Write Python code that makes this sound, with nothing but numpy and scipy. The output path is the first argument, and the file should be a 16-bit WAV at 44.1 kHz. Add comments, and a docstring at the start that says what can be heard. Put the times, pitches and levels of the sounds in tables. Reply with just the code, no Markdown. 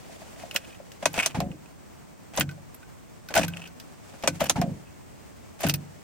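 """A key is pushed into the steering lock of a parked old car and turned twice to start, with a flat battery.
The lock scrapes (dense tiny slips) and snaps (noise burst plus steel modes); fob and key ring knock and jingle (modes).
The starter throws in its pinion, jolts and stalls: grinding noise, ringing housing, falling gear whine.
Each time the key springs back the solenoid drops out and the cabin booms (low air modes).
A faint outdoor rumble and the brushing of a sleeve (coloured noise) lie underneath."""
import sys
import numpy as np
from scipy import signal
from scipy.fft import rfft, irfft, next_fast_len
from scipy.io import wavfile
from scipy.ndimage import uniform_filter1d

SR = 44100
rng = np.random.default_rng(int(sys.argv[2]) if len(sys.argv) > 2 else 0)


def log_audio(samples):
    """Write samples as a 16-bit WAV file to the path given in sys.argv[1]."""
    # one column per channel
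    frames = np.atleast_2d(samples).T
    # limit to full scale, then quantise
    limited = np.clip(frames, -1, 1)
    pcm = np.round(limited * 32767).astype(np.int16)
    wavfile.write(sys.argv[1], SR, pcm)


N = 266275
T = np.arange(next_fast_len(int(.69 * SR), real=True)) / SR  # time axis of one blow, s

# fob modes: nominal f/Hz, level/dB, nominal t60/s
FOB_MODES = [(1197, -10, 0.027), (1458, -7.5, 0.024), (1528, -11, 0.1), (1950, -8.5, 0.045),
             (2216, -8.5, 0.063), (2487, -3, 0.059), (2682, -11.5, 0.063), (2944, -4.5, 0.019),
             (3750, -9, 0.022), (3940, -19, 0.028)]
# spectrum of a dull tap: f/Hz, level/dB
TAP_COLOUR = [(60, -14), (1000, -12), (1550, 3.5), (2500, 0.5), (3300, 3), (4200, -24), (8000, -3),
              (16000, -42)]
# spectrum of a metallic edge: f/Hz, level/dB
EDGE_COLOUR = [(100, -19), (1500, -12), (3500, 6), (5800, 9), (8000, -2.5), (11500, -2), (14500, 2.5),
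               (16000, -14)]
# spectrum of gritty friction: f/Hz, level/dB
GRIT_COLOUR = [(150, 1), (400, 3.5), (700, 11.5), (1100, 1), (1700, 1), (2500, -0.5), (4000, -9),
               (6500, -9), (9000, -13.5), (12000, -23), (15000, -25)]

ROCK_HZ = 173.3  # jolt of the engine on its mounts


def amp(db):
    """Decibels to gain."""
    return 10 ** (np.asarray(db) / 20)


def fade(t60):
    """Exponential decay of one blow; t60 is at least 3 ms."""
    return np.exp(-np.log(1000) * T / max(t60, .003))


def swell(rise_s):
    """A soft push builds up instead of starting at once."""
    return 1 - np.exp(-T / rise_s)


def unit(x):
    """Scale a blow so that its loudest 3 ms have rms 1."""
    power = uniform_filter1d(np.mean(x ** 2, axis=0), size=132)
    return x / np.sqrt(power.max())


def add(out, s, x):
    """Mix x into out from time s."""
    i = max(int(s * SR), 0)
    out[:, i:i + x.shape[1]] += x[:, :N - i]


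def waver(rate, size=N):
    """Random steps, smoothed twice, with a spread of 1."""
    k = int(SR / rate)
    steps = np.repeat(rng.standard_normal(size // k + 1), k)
    x = uniform_filter1d(uniform_filter1d(steps, k), k)[:size]
    return x / x.std()


def curve_db(table, f):
    """Read a table of f/Hz, level/dB on a logarithmic frequency axis."""
    hz, db = np.array(table).T
    return np.interp(np.log(f), np.log(hz), db)


def noise(colour, size, tilt_db=0, width=None):
    """Coloured stereo noise of rms 1; its side-to-mid ratio varies with frequency."""
    # width of near contacts: f/Hz, side over mid/dB
    near_width = [(100, -9), (600, -10), (2000, -3), (4000, -3), (7000, 2), (14000, 0.5)]
    f = np.fft.rfftfreq(size, 1 / SR) + 1
    shape_db = curve_db(colour, f)
    side_gain = amp(curve_db(near_width if width is None else width, f))
    # tilt in dB per octave about 2 kHz, level below 500 Hz
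    tilt = tilt_db * np.log2(np.maximum(f, 500) / 2000)
    gain = amp(shape_db + tilt) * f / (f + 20)
    mid, side = rfft(rng.standard_normal((2, size)))
    both = mid + side_gain * side * np.array([[1], [-1]])
    x = irfft(gain * both / np.hypot(1, side_gain), size)
    return x / x.std()


def burst(colour, t60, crack=0., rise_s=0.00044, tilt_db=0):
    """A contact and its dense reflections off dashboard and windscreen."""
    decay = fade(t60) + crack * fade(0.0099)
    return unit(noise(colour, len(T), tilt_db) * decay * swell(rise_s))


def ring(modes, pitch=1, length=1, scatter=0.02):
    """Damped modes; the phase between the two sides tends to differ more the higher the mode."""
    wide_hz = 3350
    out = 0
    for k, (multiple, db, t60) in enumerate(modes):
        hz = multiple * pitch * (1 + scatter * rng.standard_normal())
        skew = min(0.46 + hz / wide_hz / 2, 1.3) * rng.uniform(0.16, 0.91) * np.array([[1], [-1]])
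        wave = np.sin(2 * np.pi * hz * T + skew)
        out = out + (-1) ** k * amp(db) * fade(t60 * length) * wave
    return out


def favour(modes, hz, boost_db, octaves):
    """Where a thing is struck decides which of its modes speak loudest."""
    return [(f, db + boost_db * np.exp(-(np.log2(f / hz) / octaves) ** 2), t60) for f, db, t60 in modes]


def lock():
    """Each snap of the lock also knocks the column, shakes the fob and stirs the cabin air."""
    # snaps: t/s, level/dB, tilt/(dB/octave), column knock/dB, favoured column f/Hz, fob rattle/dB, boom/dB
    snaps = [(1.056, -15, -0.5, -16, 620, -21.5, -36), (1.26, -15.5, 1.5, -27, 750, -34, -45),
             (4.2747, -15, 0.5, -16.5, 565, -21, -29), (4.4963, -12.5, 1, -21, 724, -41, -37)]
    # dull knocks of hand and barrel through the column: t/s, level/dB, favoured f/Hz, grit/dB, thump/dB
    knocks = [(0.094, -44.5, 703, -62, -58), (0.217, -43.5, 684, -50, -58), (0.434, -33.5, 660, -62, -52),
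              (0.549, -32.5, 577, -34.5, -52), (0.798, -39, 590, -56, -53), (1.025, -28.5, 624, -33.5, -44),
              (1.176, -28, 630, -25, -30.5), (2.575, -48, 570, -62, -64), (3.305, -36, 564, -38, -52),
              (3.356, -24, 690, -22.5, -55), (3.367, -16, 700, -34, -30), (4.136, -45, 590, -46.5, -48.5),
              (4.236, -28.5, 566, -26, -31.5), (4.4045, -33, 700, -23.5, -35), (4.412, -19, 627, -26, -26),
              (4.436, -28.5, 600, -53, -33)]
    thump_hz = 207
    out = np.zeros((2, N))
    for s, db, tilt_db, knock_db, hz, fob_db, boom_db in snaps:
        shroud = column(hz, rise_s=0.00035) * fade(0.17)
        fob = unit(ring(FOB_MODES))
        add(out, s, amp(db) * snap(tilt_db) + amp(knock_db) * shroud + amp(fob_db) * fob)
        add(out, s, amp(boom_db) * boom(hz=158, t60=.48))
    for s, db, hz, grit_db, thump_db in knocks:
        add(out, s, knock(db, hz, grit_db) + amp(thump_db) * jolt(thump_hz))
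    return out


def snap(tilt_db=0, ring_db=-3):
    """A sprung detent snaps steel on steel; its short ring shifts with the grip."""
    # lock modes: nominal f/Hz, level/dB, t60/s before the length factor
    lock_modes = [(3500, 4, 0.026), (4080, -12, 0.092), (4580, -12.5, 0.1), (6185, 4.5, 0.08),
                  (6480, -5, 0.11), (6710, 8, 0.014), (8040, -33, .04), (7900, -2, 0.038), (8440, 3, 0.069),
                  (9970, 3, 0.041)]
    # spectrum of the snap: f/Hz, level/dB
    snap_colour = [(40, -16), (300, 3.5), (1000, 7.5), (1600, -0.5), (3300, 1), (5000, -1), (6300, 2.5),
                   (8500, -4), (11500, -8.5), (16000, -20)]
    grip = 1 + 0.019 * rng.standard_normal()
    steel = unit(ring(lock_modes, pitch=grip, length=0.56, scatter=0.013))
    strike = burst(snap_colour, t60=0.062, crack=0.56, tilt_db=tilt_db)
    return unit(strike + amp(ring_db) * steel)


def knock(db, hz, grit_db):
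    """The barrel knocks softly on its stop, with a little grit."""
    grit = burst(GRIT_COLOUR, t60=0.09, rise_s=0.00092)
    return amp(db) * column(hz, rise_s=0.0012) + amp(grit_db) * grit


def column(hz, rise_s, left_db=3.5):
    """The plastic shroud of the steering column gives a hollow knock."""
    # column modes: nominal f/Hz, level/dB before the boost, t60/s
    column_modes = [(534.5, -4.5, 0.13), (593.4, -0.5, 0.063), (676, 0, 0.069), (805, 3.5, 0.031),
                    (953, 0, 0.051), (1000, -26, .05), (1170, -37, 0.18)]
    body = ring(favour(column_modes, hz, boost_db=18.0, octaves=0.33), scatter=0.024)
    balance = amp(np.array([[left_db], [-left_db]]) / 2)
    return unit(body * swell(rise_s) * balance)


def boom(hz, t60):
    """The cabin air booms after a hard blow."""
    # cabin air modes: nominal f/Hz, level/dB before the boost, share of the t60
    cabin_modes = [(96.1, -2, 1), (115.6, -19, .9), (144.55, 1.5, 0.77), (168, -0.5, 1), (196, -9.5, 1),
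                   (239.2, 5, 0.34), (287.4, 13.5, 0.27), (325, 0, 0.45)]
    air = ring(favour(cabin_modes, hz, boost_db=8.5, octaves=0.1), length=t60, scatter=0.0064)
    return unit(air * swell(rise_s=0.033))


def jolt(hz, rumble_db=-9):
    """Rubber mounts pass only a few soft cycles; the car body rumbles after them."""
    # spectrum of the body rumble: f/Hz, level/dB
    jolt_colour = [(25, -28), (60, -2.5), (110, -4), (260, -2.5), (400, -14), (800, -22.5), (2000, -75)]
    thud = unit(ring([(hz, 0, .024)]) * swell(rise_s=0.011) ** 3)
    return thud + amp(rumble_db) * burst(jolt_colour, t60=0.36, rise_s=0.0034)


def releases(stop_s=.004, boom_s=0.00999):
    """The key snaps back onto its stop; the solenoid drops out, jolts the engine and booms the cabin."""
    # releases: t/s, snap/dB, column knock/dB, jolt/dB, boom/dB, favoured boom f/Hz
    drop_outs = [(2.374, -22, -22.5, -24, -28, 145), (3.3767, -19.5, -18, -25.5, -26.5, 168),
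                 (5.633, -29.5, -22.5, -18.5, -23.5, 147)]
    release_hz, grit_re_knock_db = 630, -2
    drop_out_s = .015
    rebound_s, rebound_re_jolt_db, rebound_hz = 0.092, -11.5, 142  # the engine rocks back once
    out = np.zeros((2, N))
    for s, snap_db, knock_db, jolt_db, boom_db, boom_hz in drop_outs:
        add(out, s, amp(snap_db) * snap())
        add(out, s + stop_s, knock(knock_db, release_hz, knock_db + grit_re_knock_db))
        add(out, s + boom_s, amp(boom_db) * boom(boom_hz, t60=0.62))
        add(out, s + drop_out_s, amp(jolt_db) * jolt(ROCK_HZ))
        add(out, s + drop_out_s + rebound_s, amp(jolt_db + rebound_re_jolt_db) * jolt(rebound_hz))
    return out


def keys(snap_hz=2700):
    """The plastic fob clacks; the thin keys tick, ring very high and bounce once."""
    # fob and key head tap the lock: t/s, clack/dB, favoured ring f/Hz, metallic edge/dB, dry clack re ring/dB
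    taps = [(0.5108, -33.5, 2840, -40, -8), (0.5609, -17.5, 2870, -21.5, -3),
            (0.9176, -43.5, 3000, -46.5, 7), (1.189, -18.5, 2400, -32, -7), (1.1989, -17.5, 2300, -40, -3),
            (1.2297, -23, 2310, -33, -13), (1.515, -45, 2800, -64, -12), (1.658, -52, 2670, -66, -3),
            (2.4088, -16.5, 1380, -25, 4.5), (2.491, -37.5, 1620, -46, -6), (2.512, -49, 1520, -47.5, -7),
            (2.829, -48, 1510, -60, -27), (3.2868, -39.5, 1520, -38, -21), (3.34, -43, 2600, -32, -3),
            (3.3629, -19, 1490, -26, -8), (3.4313, -24.5, 2770, -35, -7), (3.481, -35.5, 1530, -38, -2),
            (3.536, -34.5, 2800, -63, -12), (3.5695, -33.5, 2920, -44, 0), (3.674, -47, 1550, -45.5, 0),
            (3.799, -45.5, 2950, -41.5, -3), (4.225, -44, 2240, -42, -6), (5.6662, -34, 1530, -40, -11),
            (5.6954, -21.5, 2810, -20, -6), (5.7397, -31, 2600, -25.5, -1.5)]
    # keys swing together on their ring: t/s, level/dB, ring f/Hz
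    jingles = [(0.5433, -37.5, 14900), (1.13, -42, 13100), (2.361, -37.5, 13200), (2.396, -24.5, 14700),
               (2.7438, -44.5, 13200), (3.352, -30, 15000), (3.48, -38, 12700), (4.403, -36, 13200),
               (4.439, -34, 13100), (5.6064, -38, 13800), (5.666, -35, 13900), (5.685, -28, 13900),
               (5.738, -27, 14400)]
    # blade modes: multiple of the ring f, level/dB, t60/s before the length factor
    blade_modes = [(.93, -16, 0.028), (.985, -7, 0.032), (1, 8, 0.064), (1.02, -10, 0.026), (1.06, -6, .03)]
    # spectrum of a key tick: f/Hz, level/dB
    key_colour = [(2000, 0), (6000, -5), (10500, 4.5), (12000, 3.5), (14000, 8.5), (16000, -17)]
    bounce_s, bounce_db, blade_re_tick_db = 0.017, -15, -1.5
    out = np.zeros((2, N))
    for s, db, hz, edge_db, dry_db in taps:
        fob = favour(FOB_MODES, hz, boost_db=15.5, octaves=0.2)
        body = unit(ring(fob, scatter=0.0048) * fade(0.34))
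        contact = unit(ring([(snap_hz, 0, .003)]))  # very short, ahead of ring and reflections
        dry_clack = burst(TAP_COLOUR, t60=0.053, crack=1.) + contact
        clack = unit(body + amp(dry_db) * dry_clack)
        edge = burst(EDGE_COLOUR, t60=0.056, crack=1.0)
        add(out, s, amp(db) * clack + amp(edge_db) * edge)
    for s, db, hz in jingles:
        for k in range(2):
            blade = unit(ring(blade_modes, hz, length=0.55, scatter=0.02) * swell(rise_s=0.0012))
            tick = burst(key_colour, t60=0.026, rise_s=0.0033)
            add(out, s + k * bounce_s, amp(db + k * bounce_db) * (tick + amp(blade_re_tick_db) * blade))
    return out


def scraping(rate=1100, scatter_db=3.5, catch_rate=170, catch_db=3):
    """Pins and wards catch on the blade in fits: dense tiny slips, each gritty, each ringing the key head."""
    # strokes in the barrel, levels before hand pressure:
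    # start t/s, end t/s, rub/dB, tilt/(dB/octave), key head chatter/dB
    strokes = [(0.385, 0.432, -46, 2.5, -56), (0.537, 0.56, -44, 7, -45), (0.587, 0.748, -60, 5.5, -55),
               (1.138, 1.212, -34, 2.5, -41.5), (1.221, 1.253, -33, 3, -30.5), (1.289, 1.318, -46, 2, -48),
               (2.331, 2.376, -41, 1.5, -50), (2.374, 2.421, -37, 1.5, -48), (3.297, 3.326, -42.5, -3, -65),
               (3.338, 3.398, -26.5, 3, -39), (3.409, 3.448, -30.5, 2.5, -39), (3.459, 3.6, -51, 1, -59),
               (3.61, 3.667, -50, 3.5, -44.5), (4.24, 4.271, -39, -6, -51), (4.342, 4.368, -46, 3.5, -71),
               (4.394, 4.463, -35, 3, -41), (4.487, 4.497, -33.5, 3.5, -46), (4.847, 4.896, -63, 5, -57),
               (5.59, 5.646, -40.5, 3.5, -54), (5.629, 5.7, -32.5, 2.5, -39)]
    out = np.zeros((2, N))
    for start, end, db, tilt_db, chatter_db in strokes:
        chance = rng.random((len(T), 2)).T
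        fits = amp(catch_db * waver(catch_rate, size=len(T)))
        strength = amp(scatter_db * np.minimum(-np.log(chance[1]), 3))
        slips = ((chance[0] < rate / SR) + .002) * fits * strength
        power = signal.fftconvolve(slips ** 2, fade(.009) * swell(rise_s=.0004))[:len(T)]
        grip = np.sqrt(np.abs(power) / power.mean())
        grit = grip * noise(GRIT_COLOUR, len(T), tilt_db)
        head = ring(favour(FOB_MODES, 2754, boost_db=15, octaves=0.14), length=0.4, scatter=0.021)
        chatter = signal.fftconvolve(slips[None], head, axes=1)[:, :len(T)]
        rub = amp(db) * grit + amp(chatter_db) * chatter / chatter.std()
        add(out, start, pressure(max(end - start, .005)) * rub)
    return out


def pressure(length):
    """Force of the hand over one stroke: a quick rise, a slow creep upward, then let go."""
    press_db, press_share = 3, 0.23  # rise over the first part of the stroke
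    creep_db, let_go_db_per_s = 2, 1098
    rise = press_db * np.minimum(T / (press_share * length) - 1, 0)
    creep = creep_db * (T / length - .5)
    return amp(rise + creep - let_go_db_per_s * np.maximum(T - length, 0))


THROW_S = .0585  # the pinion flies this long, then hits the flywheel


def starter(boom_db=-41, count=4):
    """The pinion flies out grinding and hits the flywheel; the motor stalls, the engine rocks, the cabin booms."""
    # tries of the starter: t/s, clank/dB, housing ring f/Hz, strongest jolt/dB
    tries = [(1.344, -39, 782, -22), (4.556, -32.5, 909, -19)]
    grind_db, grind_t60_s = -30.5, 0.16
    hit_db, hit_grit_db, hit_edge_db, flywheel_hz = -26.5, -28.5, -29.5, 711.4
    pull_in_re_jolt_db, pull_in_hz = -8, 122  # the solenoid pulls in
    twist_s, twist_re_jolt_db, twist_hz = .024, -5, 229  # the motor twists in its bracket as it takes current
    rock_delay_s, rock_period_s, rock_fall_db = .038, .04, 3.5  # the engine rocks, weaker each time
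    out = np.zeros((2, N))
    for s, db, hz, jolt_db in tries:
        grind = burst(GRIT_COLOUR, grind_t60_s, rise_s=0.006)
        add(out, s, amp(db) * clank(hz) + amp(grind_db) * grind + whine())
        crack = amp(hit_grit_db) * burst(GRIT_COLOUR, t60=0.082)
        crack += amp(hit_edge_db) * burst(EDGE_COLOUR, t60=0.013)
        hit = amp(hit_db) * clank(flywheel_hz) + crack
        add(out, s + THROW_S, hit + amp(boom_db) * boom(hz=146, t60=0.99))
        add(out, s, amp(jolt_db + pull_in_re_jolt_db) * jolt(pull_in_hz))
        add(out, s + twist_s, amp(jolt_db + twist_re_jolt_db) * jolt(twist_hz))
        for k in range(count):
            rock = amp(jolt_db - k * rock_fall_db) * jolt(ROCK_HZ)
            add(out, s + rock_delay_s + k * rock_period_s, rock)
    return out


def clank(hz):
    """The starter housing rings behind the bulkhead."""
    # housing modes: multiple of the ring f, level/dB, t60/s before the length factor
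    starter_modes = [(.77, -2.5, 0.41), (1, 8.5, 0.23), (1.14, -1, 0.11), (1.5, 8, 0.045)]
    return unit(ring(starter_modes, hz, length=0.73) * swell(rise_s=0.0019))


def whine(flutter=0.0424, rough_db=4):
    """Gear teeth mesh unevenly and ever more slowly, loudest after the throw and after the hit."""
    start_hz, slowing_s, stall_s = 900, .29, 0.187  # starting pitch, time constant of its fall, length
    steady_db, kick_db, kick_t60_s = -51, -24.5, 0.1
    mesh_hz = start_hz * np.exp(-T / slowing_s) * (1 + flutter * waver(241, size=len(T)))
    kick = swell(rise_s=0.0058) ** 2 * fade(kick_t60_s)
    hit_kick = np.interp(T - THROW_S, T, kick)
    load = amp(steady_db) + amp(kick_db) * (kick + hit_kick)
    stall = np.clip((stall_s - T) / 0.011, 0, 1)
    gain = load * amp(rough_db * waver(214, size=len(T))) * stall
    phase = 2 * np.pi * np.cumsum(mesh_hz) / SR
    return gain * swell(rise_s=0.002) * np.sin(phase + np.array([[.2], [-.2]]))


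def background(rumble_waver_db=0.74, cloth_waver_db=2.1):
    """Outdoor rumble and hiss; a sleeve brushes unevenly and fingers touch the column as the hand moves."""
    # outdoor spectrum: f/Hz, level/dB
    outside_colour = [(15, -39), (25, -20), (76, 0.5), (149, 1.5), (180, 0.5), (217, -1.5), (503, -10.5),
                      (624, -10.5), (1040, -15), (1480, -19.5), (2280, -22), (3820, -29), (8360, -26),
                      (10700, -38), (16000, -30)]
    # sleeve moves: middle t/s, half length to 1/e/s, level/dB
    sleeve = [(.15, 0.77, -49.5), (1.135, 0.1, -50.5), (4.314, 0.5, -52.5), (6.0, 0.88, -57.5)]
    # spectrum of the cloth: f/Hz, level/dB
    sleeve_colour = [(100, 6.5), (400, 10.5), (700, 10), (1200, 0.5), (2500, 0), (3800, -4.5), (7500, -4),
                     (11000, -11.5), (16000, -18)]
    # width of the air: f/Hz, side over mid/dB
    air_width = [(30, -9), (120, 7.5), (600, 3.5), (2000, -2), (6000, -1), (14000, 0.5)]
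    outside_db = -47
    touches_per_s, touch_hz = 9, 656
    touch_re_sleeve_db, tick_re_sleeve_db = -2, -5
    t = np.arange(N) / SR
    motion = sum(amp(db) * np.exp(-((t - s) / half) ** 2) for s, half, db in sleeve)
    size = next_fast_len(N)
    rumble_gain = amp(outside_db + rumble_waver_db * waver(42))
    out = rumble_gain * noise(outside_colour, size, width=air_width)[:, :N]
    cloth_gain = motion * amp(cloth_waver_db * waver(60))
    out += cloth_gain * noise(sleeve_colour, size, width=air_width)[:, :N]
    touch = amp(touch_re_sleeve_db) * column(touch_hz, rise_s=0.0069)
    touch = touch + amp(tick_re_sleeve_db) * burst(TAP_COLOUR, t60=0.044)
    # one touch at a random moment of each slot
    for k, (when, force) in enumerate(rng.random((int(touches_per_s * N / SR), 2))):
        s = (k + when) / touches_per_s
        add(out, s, (.5 + force) * np.interp(s, t, motion) * touch)
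    return out


def scene():
    """Everything as heard from the driver's seat."""
    return lock() + releases() + keys() + scraping() + starter() + background()


def record(dry):
    """A steep elliptic low-pass cuts the top."""
    top_hz = 16100
    return signal.sosfilt(signal.ellip(8, .2, 80, top_hz, fs=SR, output="sos"), dry)


dry = scene()
out = record(dry)
log_audio(out)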